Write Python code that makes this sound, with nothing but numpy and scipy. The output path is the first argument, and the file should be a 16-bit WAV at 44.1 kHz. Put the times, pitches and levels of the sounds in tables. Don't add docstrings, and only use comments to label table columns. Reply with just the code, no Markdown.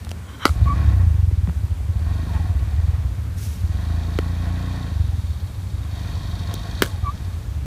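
import sys
import numpy as np
from scipy import signal
from scipy.io import wavfile
from scipy.ndimage import uniform_filter1d

SR = 44100
rng = np.random.default_rng(int(sys.argv[2]) if len(sys.argv) > 2 else 0)


def dump(signal):
    limited = np.clip(np.atleast_2d(signal).T, -1, 1)
    pcm = np.round(limited * 32767).astype(np.int16)
    wavfile.write(sys.argv[1], SR, pcm)


def gain_from_db(level_db):
    decades = np.asarray(level_db, float) / 20
    return 10 ** decades


N = 337790

# start_s, stop_s, rasp_db, bark_db, extra_rumble_db
THROTTLE = [
    (0.65, 0.92, -35.5, -32.5, 17.2),
    (2.107, 2.418, -39, -36, 4),
    (2.713, 2.946, -45.5, -54, 6),
    (3.777, 4.84, -40, -37.5, 1),
    (5.998, 6.823, -40, -42.5, 7.5),
    (7.108, 7.335, -52, -51, -0.8),
]


def rms_one(x):
    return x / np.sqrt(np.mean(x ** 2) + 1e-20)


def in_time(rows):
    s, *columns = np.transpose(rows)
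    return [np.interp(np.arange(N) / SR, s, c) for c in columns]


def drift(rate):
    knots = rng.standard_normal(int(N / SR * 60) + 2)
    return np.interp(np.arange(N) / SR * min(rate, 59), np.arange(len(knots)), knots)


def resonate(x, hz, width_hz):
    r = np.exp(-np.pi * width_hz / SR)
    feedback = [1, -2 * r * np.cos(2 * np.pi * hz / SR), r * r]
    return signal.lfilter([(1 - r * r) / 2, 0, (r * r - 1) / 2], feedback, x)


def formants(x, table):
    total = 0
    for k, (hz, width_hz, db) in enumerate(table):
        total = total + (-1) ** k * gain_from_db(db) * resonate(x, hz, width_hz)
    return rms_one(total)


def band(x, low_hz, high_hz):
    return signal.sosfilt(signal.butter(2, [low_hz, min(high_hz, .45 * SR)], "band", fs=SR, output="sos"), x)


def top_cut(x, hz):
    return signal.sosfilt(signal.cheby2(14, 80, hz, fs=SR, output="sos"), x)


def add(out, s, sound):
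    i = round(s * SR)
    out[i:i + len(sound)] += sound[:N - i]


def held(start, stop, db, rise_db_s, fall_db_s, swell_db_s=0):
    t = np.arange(N) / SR
    rise = rise_db_s * np.maximum(start - t, 0)
    swell = swell_db_s * np.clip(t - start, 0, stop - start)
    fall = fall_db_s * np.maximum(t - stop, 0)
    return gain_from_db(db - rise + swell - fall)


def air():
    # centre_hz, level_db per Hz
    air_spectrum = [(130, -3.5), (410, -22.5), (994, -25), (2600, -32), (4780, -37), (6870, -39.5),
                    (10500, -40), (14500, -45)]
    hz, db = np.transpose(air_spectrum)
    white = rng.standard_normal((2, N))
    edges = 155 * 2 ** np.arange(0, 7.1, .5)
    out = 0
    for k, (low, high) in enumerate(zip(edges, edges[1:])):
        level_db = np.interp(np.log(low * high) / 2, np.log(hz), db)
        out = out + gain_from_db(level_db + drift(11.0)) * band(white[k % 2], low, high)
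    return gain_from_db(-43) * rms_one(out)


def whine():
    # multiple, level_db rms
    clock_lines = [(5, -76), (6, -71), (7, -70), (8, -70), (9, -70), (10, -72), (11, -73), (12, -76),
                   (13, -78), (14, -78), (15, -80)]
    clock_hz, t, out = 999.87, np.arange(N) / SR, 0
    for k, db in clock_lines:
        out = out + np.sqrt(2) * gain_from_db(db) * np.sin(2 * np.pi * (k * clock_hz * t + rng.random()))
    return out


def blow(modes, crack_db, crack_hz, tick_db, thud_db, thud_hz):
    t = np.arange(round(.06 * SR)) / SR
    contact = 1 - np.exp(-t / .0003)
    crack = sum(gain_from_db(db - 60 * t / t60) * np.sin(2 * np.pi * crack_hz * ratio * t) for ratio, db, t60 in modes)
    snap = band(rng.standard_normal(len(t)) * gain_from_db(-60 * t / .012), .55 * crack_hz, 2.5 * crack_hz)
    tick = band(rng.standard_normal(len(t)) * gain_from_db(-60 * t / .006), 4000, 16000)
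    swell = thud_hz * t / .68
    thud = -swell ** 3 * np.exp(3 - 3 * swell) * np.sin(2 * np.pi * thud_hz * t)
    sharp = gain_from_db(crack_db) * contact * (crack + gain_from_db(-1.0) * snap) + gain_from_db(tick_db) * tick
    return sharp, gain_from_db(thud_db) * thud


def small_impacts():
    # ratio, level_db, t60_s
    contact_modes = [(1, 0, .006), (1.45, -4, .005), (1.9, -7, .004), (.55, -5, .006)]
    # start_s, crack_db, crack_hz, tick_db
    taps = [
        (.048, -31, 4040, -39),
        (.092, -29, 3500, -34),
        (.108, -30, 3320, -40),
            (5.405, -58, 4000, -43),
        (5.465, -58, 4000, -44),
    ]
    # start_s, crack_db, crack_hz, thud_db, thud_hz
    knocks = [
        (.0695, -28, 800, -46, 503),
        (.1147, -22.5, 2850, -24, 625),
        (1.312, -33, 900, -28, 300),
        (1.4738, -24.5, 1040, -46, 400),
        (1.489, -30, 1300, -29, 395),
        (1.496, -22.5, 850, -44, 420),
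        (4.188, -10.5, 1320, -9.5, 360),
        (6.5402, -21.5, 6200, -23, 307),
    ]
    out = np.zeros(N)
    for s, *strength in taps:
        add(out, s, blow(contact_modes, *strength, 0, strength[1])[0])
    for s, db, hz, thud_db, thud_hz in knocks:
        tick_db = db + min(19 * np.log2(hz / 2690), -8)
        add(out, s, sum(blow(contact_modes, db, hz, tick_db, thud_db, thud_hz)))
    return out


def silencer(x):
    # centre_hz, width_hz
    chambers = [(91, 36), (63, 32)]
    for hz, width_hz in chambers:
        x = resonate(x, hz, width_hz)
    return band(x, 37, 138)


def loose_burns(running, per_s):
    # level_db, rise_db_s, fall_db_s
    cranked = (-36, 130, 540)
    lit_db = -25 - .65 * (per_s - 10)
    for start, stop, _, _, rumble_db in THROTTLE:
        lit_db = lit_db + rumble_db * held(start, stop, 0, 60, 67)
    unlit = held(.07, .2, *cranked) + gain_from_db(-36)
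    gain = np.where(running, gain_from_db(lit_db), unlit)
    return uniform_filter1d(gain, size=2000) * rms_one(silencer(rng.standard_normal(N)))


def starter():
    # centre_hz, width_hz, level_db
    gear_rings = [(1050, 110, 0), (1500, 300, -3), (2150, 170, -7), (3150, 130, -2), (3980, 110, -9),
                  (5670, 120, -15)]
    # start_s, stop_s, level_db
    grinds = [
        (.295, 0.359, -43),
        (0.439, 0.458, -28),
    ]
    # time_s, pitch_hz, level_db
    swish = [(.415, 3250, -58), (.428, 3180, -43), (.44, 3020, -42), (.452, 2800, -50)]
    pushes = sum(held(*row, rise_db_s=420, fall_db_s=1200) for row in grinds)
    grind = pushes * gain_from_db(-1.5 + 2.5 * drift(45)) * formants(rng.standard_normal(N), gear_rings)
    t = np.arange(N) / SR
    pitch_hz, db = in_time(swish)
    edge = np.clip(np.minimum(t - swish[0][0], swish[-1][0] - t) / .006, 0, 1)
    whistle = np.sqrt(2) * gain_from_db(db) * edge * np.sin(2 * np.pi * np.cumsum(pitch_hz) / SR)
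    return grind + whistle


def bat_blows():
    # start_s, crack_db, crack_hz, tick_db, thud_db
    hits = [
        (0.454, 4, 1307, -12, -4.5),
        (6.8214, 1, 1584, -5, -5.5),
    ]
    # ratio, level_db, t60_s
    blade = [
        [(1, 2, 0.01), (1.52, -13.5, 0.018), (2.4, -5.5, 0.0055), (2.75, -36, .005), (3.4, 1, 0.0031)],
        [(1, 7, 0.0036), (.34, -10.5, 0.025), (.7, -18, 0.0046), (1.3, -16, .006), (1.92, -0.5, 0.0067),
         (2.15, -7, 0.0063), (2.75, -5.5, 0.0054)],
    ]
    # delay_s, level_db, smear_s
    echoes = [(.0075, -19, .002), (.0115, -15, .002), (.0165, -23, .002), (.024, -22, .001),
              (.032, -28, .002), (.0385, -22, .002), (.052, -31, .003)]
    # centre_hz, level_db, t60_s
    scatter = [(300, -24, 0.099), (1300, -21.5, 0.038), (3170, -27, 0.063), (6400, -36.5, 0.33),
               (12000, -47.5, 0.31)]
    out, t = np.zeros(N), np.arange(round(.4 * SR)) / SR
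    for (s, *strength), modes in zip(hits, blade):
        sharp, thud = blow(modes, *strength, thud_hz=.228 * strength[1])
        add(out, s, sharp)
        add(out, s + .0008, thud)
        for lag, db, smear in echoes:
            rough = rng.standard_normal(300) * np.exp(-t[:300] / smear * 2)
            add(out, s + lag, gain_from_db(db) * np.convolve(sharp, rough / np.linalg.norm(rough)))
        for hz, db, t60 in scatter:
            tail = rms_one(band(rng.standard_normal(len(t)), hz / 2.04, hz * 1.72))
            add(out, s + 0.0017, tail * gain_from_db(db - 60 * t / t60))
    return out


def crankshaft():
    # time_s, firings_per_s
    speed = [(.506, 14.5), (.63, 20.0), (.81, 37.75), (1.173, 23.798), (1.541, 14.626), (1.818, 10.267),
             (2.235, 27.146), (2.603, 15.415), (2.865, 21.091), (3.288, 10.26), (3.568, 10.658),
             (3.855, 27.21), (4.782, 29.954), (5.366, 14.679), (5.777, 11.805), (5.845, 24.903),
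             (6.84, 25.172), (7.387, 9.648)]
    lead_s = .0115
    per_s = in_time(speed)[0]
    running = np.arange(N) >= (speed[0][0] - lead_s) * SR
    turns = np.cumsum(np.roll(per_s, -round(lead_s * SR)) * running) / SR
    return running, per_s, turns


def exhaust_thump(fired):
    # time_s, peak_db
    burn = [(.57, -9.5), (.68, -11.5), (.8, -12), (.85, -5), (1.25, -5.5), (1.7, -13.5), (1.95, -11),
            (2.2, -21), (2.9, -7.5), (3.3, -19), (3.6, -12.5), (4.6, -18), (4.87, -28), (4.97, -6.5),
            (5.4, -18), (6.9, -28.5), (7.05, -10), (7.2, -55), (7.4, -15), (7.66, -25)]
    peak = np.abs(silencer(np.r_[1, np.zeros(4000)])).max()
    return gain_from_db(-3.0) * silencer(fired * gain_from_db(in_time(burn)[0]) + 1e-18) / peak


def throttle(levels_db, fall_db_s, idle_db):
    gain = gain_from_db(idle_db)
    for row, db in zip(THROTTLE, levels_db):
        gain = gain + held(row[0], row[1], db, rise_db_s=66, fall_db_s=fall_db_s, swell_db_s=2.5)
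    return gain


def drone(turns):
    # order, level_db, lag_turns
    orders = [(2, -2.5, 0.36), (4, -4, 0.84), (6, -18.5, 0.29), (9, -16, .8)]
    hum = sum(gain_from_db(db) * np.sin(2 * np.pi * (round(k) * turns - lag)) for k, db, lag in orders)
    return band(hum, 45, 500)


def exhaust_bark(pulses, turns, running):
    # centre_hz, width_hz, level_db
    pipe = [(60, 26, 13), (174, 26, 5), (263, 24, -5), (340, 60, -15)]
    ring = formants(pulses + .12 * rng.standard_normal(N), pipe)
    ring = rms_one(band(ring, 35, 420))
    bark_db = np.transpose(THROTTLE)[3]
    gain = running * throttle(bark_db, fall_db_s=65, idle_db=-46.5)
    return gain_from_db(5.5) * gain * (ring + drone(turns))


def gear_mesh(turns, per_s):
    teeth = 38.5
    mesh = drift(59) * np.sin(2 * np.pi * teeth * turns + 1.2 * drift(30))
    coasting = uniform_filter1d(np.where(np.gradient(per_s) * SR < -10, 1, .15), 4000)
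    return mesh * coasting * np.clip((28 - per_s) / 3, .15, 1)


def rasp(pulses, turns):
    # centre_hz, width_hz, level_db
    gas_rings = [(480, 160, -5), (695, 55, 3), (900, 220, -6), (1095, 28, 5), (1400, 350, -9),
                 (1900, 170, -5), (2430, 150, -10)]
    puff = np.exp(-5.0 * (turns % 1))
    gas = rng.standard_normal(N) * (1 + 0.24 * puff) * gain_from_db(2.0 * drift(25))
    return formants(gas + .35 * pulses, gas_rings)


def valve_clatter(turns):
    # centre_hz, width_hz, level_db
    valve_rings = [(3210, 150, -4), (3720, 220, 0), (4450, 220, -3), (4800, 150, -7), (5700, 1400, -13)]
    valves = np.exp(-7.0 * ((turns + .4) % 1)) + .5 * np.exp(-7.0 * ((turns + .8) % 1))
    return formants(rng.standard_normal(N) * (1 + 2.0 * valves) * gain_from_db(1.3 * drift(40)), valve_rings)


def engine():
    # start_s, stop_s, level_db, rise_db_s, fall_db_s
    linger = (5.0, 5.45, -52, 60, 30)
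    running, per_s, turns = crankshaft()
    strength = gain_from_db(.9 * rng.standard_normal(400)[turns.astype(int)])
    fired = np.diff(np.ceil(turns), prepend=0) * strength
    pulses = rms_one(fired / np.sqrt(per_s))
    low = exhaust_thump(fired) + loose_burns(running, per_s) + exhaust_bark(pulses, turns, running)

    opened_s, _, rasp_db, _, _ = np.transpose(THROTTLE)
    clatter_db = rasp_db - 16.5 + 2.22 * opened_s
    rasp_gain = throttle(rasp_db, fall_db_s=54.5, idle_db=-76.5)
    clatter_gain = throttle(clatter_db, fall_db_s=80, idle_db=-61) + held(*linger)
    body = rasp_gain * (rasp(pulses, turns) + gear_mesh(turns, per_s))
    body = body + clatter_gain * valve_clatter(turns)
    return low + gain_from_db(-4.5) * body


def shoes():
    # start_s, stop_s, pitch_hz, level_db, neighbour_db
    slips = [
        (0.68, 0.68, 1115, -23, -18),
        (0.702, 0.727, 1128, -23, -19),
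        (7.052, 7.066, 1174, -34, -20),
        (7.071, 7.095, 1138, -24.5, -14),
    ]
    edge_db_s = 1100
    out, t = 0, np.arange(N) / SR
    for start, stop, hz, db, beside_db in slips:
        bend = 110000 * np.clip(t - (start + stop) / 2, -.03, .03) ** 2
        phase = 2 * np.pi * np.cumsum(hz + bend) / SR
        octave = held(start, start + 0.006, -20, edge_db_s, fall_db_s=500)
        tone = np.sin(phase) + octave * np.sin(2 * phase) + gain_from_db(beside_db) * np.sin(.89 * phase)
        out = out + np.sqrt(2) * held(start, stop, db, edge_db_s, edge_db_s) * gain_from_db(drift(46)) * tone
    return out


def bump():
    # start_s, level_db, pitch_hz, t60_s
    foot_thump = (1.4775, -12, 168, .1)
    s, db, hz, t60 = foot_thump
    out, t = np.zeros(N), np.arange(round(.1 * SR)) / SR
    add(out, s, -gain_from_db(db - 60 * t / t60) * (1 - np.exp(-t / 0.0022)) * np.sin(2 * np.pi * hz * t))
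    return out


def rustle():
    # level_db, rise_db_s, fall_db_s
    cloth = (-42.5, 500, 54)
    grains = rng.standard_normal(N) * gain_from_db(1.9 * drift(50))
    hiss = rms_one(band(grains, 1600, 14000) + .5 * band(grains, 4900, 6900))
    return held(3.385, 3.43, *cloth) * hiss


def scene():
    hiss = top_cut(air() + rustle(), 16250)
    impacts = small_impacts() + bat_blows() + bump()
    return (hiss + whine() + impacts + starter() + engine() + shoes())[None]


def band_limit(x):
    return signal.sosfilt(signal.butter(12, 16560, fs=SR, output="sos"), x)


def record(dry):
    overloaded = np.clip(dry, -.97, .97)
    return band_limit(top_cut(overloaded, 16600))


dry = scene()
out = record(dry)
dump(out)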